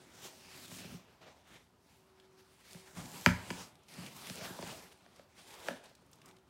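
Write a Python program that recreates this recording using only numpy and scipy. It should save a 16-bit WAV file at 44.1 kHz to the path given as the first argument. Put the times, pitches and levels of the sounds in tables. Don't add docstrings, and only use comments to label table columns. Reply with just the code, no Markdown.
import sys
import numpy as np
from scipy import signal
from scipy.fft import rfft, irfft
from scipy.io import wavfile
from scipy.ndimage import uniform_filter1d, map_coordinates

SR = 44100
rng = np.random.default_rng(int(sys.argv[2]) if len(sys.argv) > 2 else 0)


def file_out(sig):
    cols = np.atleast_2d(sig).T
    lim = np.clip(cols, -1, 1)
    pcm = np.round(lim * 32767).astype(np.int16)
    wavfile.write(sys.argv[1], SR, pcm)


N = 286209

# start_s (full contact), rise_s_per_10db, hold_s, fall_s_per_10db,
# hiss_db, rasp_db, scrape_db, rumble_db
RUBS = [(0, .1, 0.02, 0.3, -73, -68.5, -67.5, -65.5), (0.258, .09, 0.0069, 0.0442, -53.5, -56.5, -57, -65),
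        (0.556, 0.27, 0.1, -0.01, -58, -59.5, -67.5, -91),
        (0.718, 0.11, 0.072, 0.0842, -54.5, -61, -70, -74),
        (0.849, 0.31, 0.097, 0.06, -59.5, -60.5, -64, -54.5),
        (1.097, 0.4, 0.01, 0.12, -81, -70.5, -66, -74), (1.215, -0.02, .03, 0.12, -77, -67, -64, -66),
        (1.274, .04, 0.026, 0.03, -79, -60.5, -62, -78), (1.368, 0.4, 0.056, -0.03, -76, -76, -71, -80),
        (1.475, -0.07, 0.036, 0.14, -70, -79, -70, -70), (1.539, 0.11, 0.026, 0.05, -69, -63.5, -67.5, -68),
        (1.919, 0.1, 0.028, 0.12, -71, -73.5, -75.5, -72), (2.205, 0.2, .005, 0.3, -77, -75, -73, -74),
        (2.393, 0.03, 0.0045, 0.05, -68, -68.5, -77, -69), (2.714, 0.14, .05, 0.1, -59, -64, -66, -68.5),
        (2.857, 0.04, 0.099, .05, -65, -66.5, -65, -75.5),
        (2.974, .02, 0.028, 0.1247, -54.5, -55.5, -53, -49.5),
        (3.161, 0.12, 0.13, 0.15, -53.5, -60.5, -59, -61.5),
        (3.367, 0.03, 0.025, 0.24, -70, -62, -56.5, -58),
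        (3.587, 0.13, 0.027, 0.055, -52, -55.5, -55, -53.5),
        (3.89, -0.26, 0.0055, 0.33, -61.5, -65, -66.5, -71.5),
        (3.989, 0.06, .005, .25, -56, -58, -59, -55.5), (4.168, 0.0347, 0.1, 0.09, -53, -60, -60, -69),
        (4.294, 0.0745, 0.096, 0, -56.5, -57.5, -64, -59),
        (4.442, 0.0932, .005, 0.11, -51, -50, -49.5, -55),
        (4.716, 0.22, 0.0056, 0.1024, -51.5, -53, -51.5, -55),
        (4.919, 0, 0.0088, 0, -64.5, -63.5, -68, -76), (5.186, 0.3, 0.02, 0.1, -73.5, -71, -69.5, -71.5),
        (5.398, 0.05, .005, 0.12, -63.5, -64.5, -74, -74), (5.504, .1, 0.018, 0.15, -61, -63, -63, -70.5),
        (5.674, 0.0855, .005, 0.08, -54.5, -54.5, -53.5, -65),
        (5.718, -0.07, 0.015, 0.07, -77, -61.5, -58.5, -64),
        (5.838, -0.1, 0.022, 0.07, -68.5, -64.5, -65.5, -73),
        (6.021, -0.5, 0.0047, -0.6, -76.5, -79.5, -67, -67),
        (6.14, 0.4, 0.0052, 0.4, -77, -76.5, -74.5, -69.5),
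        (6.277, 0.06, 0.0053, .07, -73.5, -70, -62, -65), (6.473, -2.1, 0.033, .05, -79, -80, -78, -71)]
# hiss_db, rasp_db, scrape_db, rumble_db
GRIP_DB = [-87.5, -93.5, -78, -76.5]
# freq_hz, level_db (per Hz)
HISS_SPECTRUM = [(1500, -15.5), (3500, -8), (5000, -6.5), (8000, -8), (12500, -13.5), (16000, -17)]
RASP_SPECTRUM = [(900, -19), (1500, -4.5), (2300, -1), (3500, -3), (6000, -10), (16000, -47)]
SCRAPE_SPECTRUM = [(200, -26), (330, 1.5), (450, 2), (640, 2.5), (1000, 0), (1400, -5), (2400, -26),
                   (16000, -67.5)]

MODE_HZ = [50, 85, 110, 145, 179, 237, 269, 350, 400, 480, 590, 700, 862, 981, 1340, 1650, 1870, 2230, 2515,
           2850, 3170, 3650, 4200, 4870, 6140, 7800, 11000]
# strength_db, t60_s
MODE_RING = [(-3.5, .26), (-4.5, .33), (-2.5, 0.38), (-7, .2), (1, .23), (-3, .16), (-2.5, 0.12), (-2, .09),
             (-4.5, .09), (-8, 0.021), (-4.5, 0.046), (-9.5, .035), (-9, .035), (2.5, .028), (-6, 0.012),
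             (-2, .011), (-1, .007), (0, 0.0051), (-3.5, .008), (-3, 0.0055), (-4, 0.0053), (-10, .005),
             (-11, 0.0051), (-8, .007), (-9.5, 0.0077), (-20.5, .005), (-23.5, .005)]
# start_s, crack_peak_db, crack_centre_hz, knock_peak_db, knock_centre_hz,
# boom_peak_db, boom_centre_hz, panel_spread_octaves
KNOCKS = [(.714, -46, 2000, -46.5, 724, -45, 166, 0.77), (.844, -46, 2000, -51, 479, -43.5, 160, 0.63),
          (.914, -50, 2000, -53, 530, -45.5, 180, .72), (.939, -67, 2000, -55, 439, -42.5, 158, 0.2),
          (2.746, -46, 2000, -54, 598, -45.5, 157, .42), (2.974, -51, 3000, -58, 600, -41, 150, 1.3),
          (3.2606, -4.5, 1840, -17.5, 904, -18, 182, 1.6), (3.503, -27.5, 2320, -35, 610, -36.5, 176, 1.3),
          (3.507, -30.5, 2980, -39, 800, -45, 174, 1.2), (3.978, -47, 2000, -53, 530, -41, 159, 0.58),
          (4.298, -34, 4500, -44, 590, -41, 182, 0.68), (4.41, -38, 2000, -58, 589, -43.5, 148, 0.51),
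          (4.5, -53, 2000, -43.5, 407, -42, 173, 0.88), (4.588, -47, 4200, -35.5, 660, -41.5, 250, 0.96),
          (4.625, -38.5, 4000, -37, 615, -43, 200, 1.2), (4.665, -42, 2000, -53, 700, -43.5, 178, .81),
          (5.062, -50.5, 2200, -54, 740, -70.5, 202, 0.29), (5.194, -50, 3000, -46.5, 512, -61, 222, 0.29),
          (5.684, -22, 1300, -26, 636, -44.5, 262, 0.73), (5.706, -44, 1604, -39, 550, -39.5, 247, 0.34),
          (5.912, -61.5, 2700, -54.5, 600, -69, 200, .4)]
# start_s, peak_db, centre_hz
TICKS = [(2.1988, -53, 2960), (2.8904, -61, 4550), (3.754, -55, 4280), (3.834, -61, 5690),
         (3.884, -49, 3970), (3.939, -44, 4860), (4.063, -37.5, 2590), (4.2708, -35, 2420),
         (4.2979, -36.5, 5070), (5.1612, -52.5, 4520), (5.5058, -47, 2720), (5.541, -45, 4390),
         (5.6, -48, 4130), (5.8401, -50, 8000), (5.857, -53, 4560), (5.9515, -52, 5030), (6.131, -49, 5390),
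         (6.2164, -50.5, 2860), (6.2583, -48, 6700), (6.281, -56, 8000), (6.288, -50, 4970),
         (6.311, -52, 2600), (6.366, -56, 3200)]
# start_s, hold_s, level_db
HUM_SWELLS = [(0, .7, -72), (1.97, .1, -73), (2.11, 0.33, -68.5), (2.725, 0.16, -66), (4.84, 0.094, -72),
              (6.265, 0.14, -72)]
# freq_hz, level_db (per Hz)
AIR_SPECTRUM = [(15, -67), (25, -31), (74, -8.5), (170, -19), (277, -14.5), (326, -28.5), (373, -8),
                (427, -27), (936, -20.5), (1100, -26.5), (16000, -47)]
# freq_hz, t60_s
ROOM_DECAY = [(150, 0.2), (600, 0.42), (2000, 0.35), (6000, .25), (14000, 0.13)]

PANEL_TOP_HZ, WALL_TOP_HZ = 320, 1200
LAG_MS_AT_200HZ = 4.0
EDGE_LAG_MS_AT_2KHZ = 0.5
EDGE_SPREAD_OCTAVES = 1.42
HELD_SHARE, FREE_BOOM_DB = 0.45, -19
SPLINTER_DB, SPLINTER_MS = -12, 1.5
RATTLE_DB, RATTLE_T60_S = -31.5, 0.27
TICK_MS = 3.9
CREAK_SPAN_S, CREAK_DB, CREAK_SPAN_HZ = (5.5, 6.4), -60, (3000, 11000)
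HUM_HZ, HUM_FAINT_DB = 377, -87
HUM_RISE_S_PER_10DB, HUM_FALL_S_PER_10DB = 0.017, 0.08
AIR_DB = -71.5
ROOM_DB, ROOM_GAP_MS = -11, 7
TOP_HZ = 15800


def undb(db):
    return 10 ** (np.asarray(db) / 20)


def unit(x):
    return x / np.sqrt(np.mean(x ** 2))


def curve(time_s, values):
    return np.interp(np.arange(N) / SR, time_s, values)


def colour(x, points):
    hz, db = np.transpose(points)
    f = np.arange(len(x) // 2 + 1) * SR / len(x) + 1
    gain = undb(np.interp(np.log(f), np.log(hz), db))
    return irfft(rfft(x) * gain, len(x))


def band(x, hz, width_hz):
    b, a = signal.iirpeak(min(hz, 0.4 * SR), hz / width_hz, fs=SR)
    return signal.lfilter(b, a, x)


def walk(rate_hz):
    step = int(SR / rate_hz)
    held = np.repeat(rng.standard_normal(N // step + 1), step)
    return uniform_filter1d(held, step)[:N]


def add(out, start_s, x):
    i = int(start_s * SR)
    out[i:i + len(x)] += x[:N - i]


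def swells(start_s, rise_s, hold_s, fall_s, db, rest_db):
    t = np.arange(0, N / SR + 0.01, 0.002)[:, None]
    before = np.maximum(start_s - t, 0) / np.maximum(rise_s, 0.005)
    after = np.maximum(t - start_s - hold_s, 0) / np.maximum(fall_s, 0.005)
    power = (undb(db - 10 * (before + after)) ** 2).sum(1)
    return curve(t[:, 0], np.sqrt(power + undb(rest_db) ** 2))


def grains(spread_db, patchy_db, rate_hz):
    size = undb(spread_db * rng.exponential(size=N) + patchy_db * walk(rate_hz))
    return unit(rng.standard_normal(N) * size)


def mottle(x, depth_db):
    hz, time_s, spectrum = signal.stft(x, SR, nperseg=1024)
    place = np.meshgrid(3 * np.log2(1 + hz / 300), time_s * 12, indexing="ij")
    patches = map_coordinates(rng.standard_normal((40, 120)), place, order=1)
    return signal.istft(spectrum * undb(depth_db * patches), SR)[1][:N]


def sliding():
    start_s, rise_s, hold_s, fall_s, *levels_db = np.transpose(RUBS)
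    catch = undb(1.2 * walk(45))
    hiss = colour(mottle(grains(spread_db=2.5, patchy_db=0.0, rate_hz=60), depth_db=2.5), HISS_SPECTRUM)
    drag = mottle(grains(spread_db=1.5, patchy_db=1.0, rate_hz=45), depth_db=3.0)
    rasp = colour(drag, RASP_SPECTRUM)
    scrape = colour(drag, SCRAPE_SPECTRUM)
    shake = band(grains(spread_db=1.0, patchy_db=0.0, rate_hz=44), 165, 130)
    rumble = sum(undb(db) * band(shake, hz, 60.0)
                 for hz, (db, _) in zip(MODE_HZ, MODE_RING) if hz < PANEL_TOP_HZ)
    out = np.zeros(N)
    for layer, db, rest_db in zip((hiss, rasp, scrape, rumble), levels_db, GRIP_DB):
        out += unit(layer) * swells(start_s, rise_s, hold_s, fall_s, db, rest_db)
    return catch * out


def knocks():
    out, t = np.zeros(N), np.arange(int(0.6 * SR)) / SR
    hz = np.array(MODE_HZ)[:, None]
    strength_db, t60_s = np.transpose(MODE_RING)[:, :, None]
    part = np.digitize(hz[:, 0], [PANEL_TOP_HZ, WALL_TOP_HZ])
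    sign = (-1.) ** np.arange(len(hz))[:, None]
    body_lag_ms = LAG_MS_AT_200HZ * (200 / hz) ** 0.8
    edge_lag_ms = EDGE_LAG_MS_AT_2KHZ * (2000 / hz) ** 0.15
    lag_ms = np.where(hz < WALL_TOP_HZ, body_lag_ms, edge_lag_ms)
    age_s = np.maximum(t - lag_ms / 1000, 0)
    rise = 1 - np.exp(-age_s * hz / 0.45)
    splinter = undb(SPLINTER_DB) * np.exp(-t * 1000 / SPLINTER_MS)
    rattle = undb(RATTLE_DB - 60 * t / RATTLE_T60_S)

    for row in KNOCKS:
        start_s, crack_db, crack_hz, knock_db, knock_hz, boom_db, boom_hz, spread = row
        share, detune = rng.standard_normal((2, len(hz), 1))
        centre_hz = np.array([boom_hz, knock_hz, crack_hz])[part][:, None]
        octaves = np.maximum([spread, 0.62 * spread, EDGE_SPREAD_OCTAVES], 0.2)[part][:, None]
        focus_db = -6 * (np.log2(hz / centre_hz) / octaves) ** 2
        free = min(HELD_SHARE + (1 - HELD_SHARE) * undb(boom_db - FREE_BOOM_DB), 1)
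        damping = np.where(part[:, None] < 2, free, 1)
        fade_db = -60 * age_s / (t60_s * damping)
        level = undb(strength_db + focus_db + 1.3 * share + fade_db)
        ring = sign * rise * level * np.sin(2 * np.pi * hz * (1 + 0.0069 * detune) * age_s)
        for k, peak_db in enumerate((boom_db, knock_db, crack_db)):
            sound = ring[part == k].sum(0)
            add(out, start_s, undb(peak_db) * sound / np.abs(sound).max())
        grit = rng.standard_normal(len(t)) * (splinter + rattle)
        add(out, start_s + 0.0008, undb(crack_db) * band(grit, 2800, 4270))
    return out


def ticks():
    out, t = np.zeros(N), np.arange(int(0.04 * SR)) / SR
    creaks = []
    for a, b, c in rng.random(size=(12, 3)):
        start_s = CREAK_SPAN_S[0] + a * (CREAK_SPAN_S[1] - CREAK_SPAN_S[0])
        hz = CREAK_SPAN_HZ[0] + c * (CREAK_SPAN_HZ[1] - CREAK_SPAN_HZ[0])
        creaks.append((start_s, CREAK_DB + 6 * (b - 0.5), hz))
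    for start_s, db, hz in list(TICKS) + creaks:
        burst = band(rng.standard_normal(len(t)) * np.exp(-t * 1000 / TICK_MS), hz, 0.72 * hz)
        add(out, start_s, undb(db) * burst / np.abs(burst).max())
    return out


def room(x):
    t = np.arange(int(0.8 * SR)) / SR
    hz, t60_s = np.transpose(ROOM_DECAY)
    tail = np.zeros(len(t))
    for f in 60 * 2. ** np.arange(9):
        noise = unit(band(rng.standard_normal(len(t)), f, 0.54 * f))
        fade_db = -60 * t / np.interp(np.log(f), np.log(hz), t60_s)
        tail += noise * np.sqrt(f) * undb(fade_db)
    tail *= np.clip(t * 1000 / ROOM_GAP_MS, 0, 1) ** 2
    tail /= np.sqrt(np.sum(tail ** 2))
    return undb(ROOM_DB) * signal.fftconvolve(x, tail)[:N]


def hum():
    start_s, hold_s, db = np.transpose(HUM_SWELLS)
    phase = 2 * np.pi * np.cumsum(HUM_HZ * (1 + 0.0039 * walk(3.6))) / SR
    level = swells(start_s, HUM_RISE_S_PER_10DB, hold_s, HUM_FALL_S_PER_10DB, db, HUM_FAINT_DB)
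    return np.sqrt(2) * level * undb(1.5 * walk(14)) * np.sin(phase)


def still_air():
    return unit(colour(rng.standard_normal(N), AIR_SPECTRUM)) * undb(AIR_DB)


def scene():
    hits = knocks() + ticks()
    return (sliding() + hits + room(hits) + hum() + still_air())[None]


def record(dry):
    high_pass = signal.butter(4, 42, "high", fs=SR, output="sos")
    low_pass = signal.ellip(10, 0.2, 60, TOP_HZ, fs=SR, output="sos")
    return signal.sosfilt(low_pass, signal.sosfilt(high_pass, dry))


dry = scene()
out = record(dry)
file_out(out)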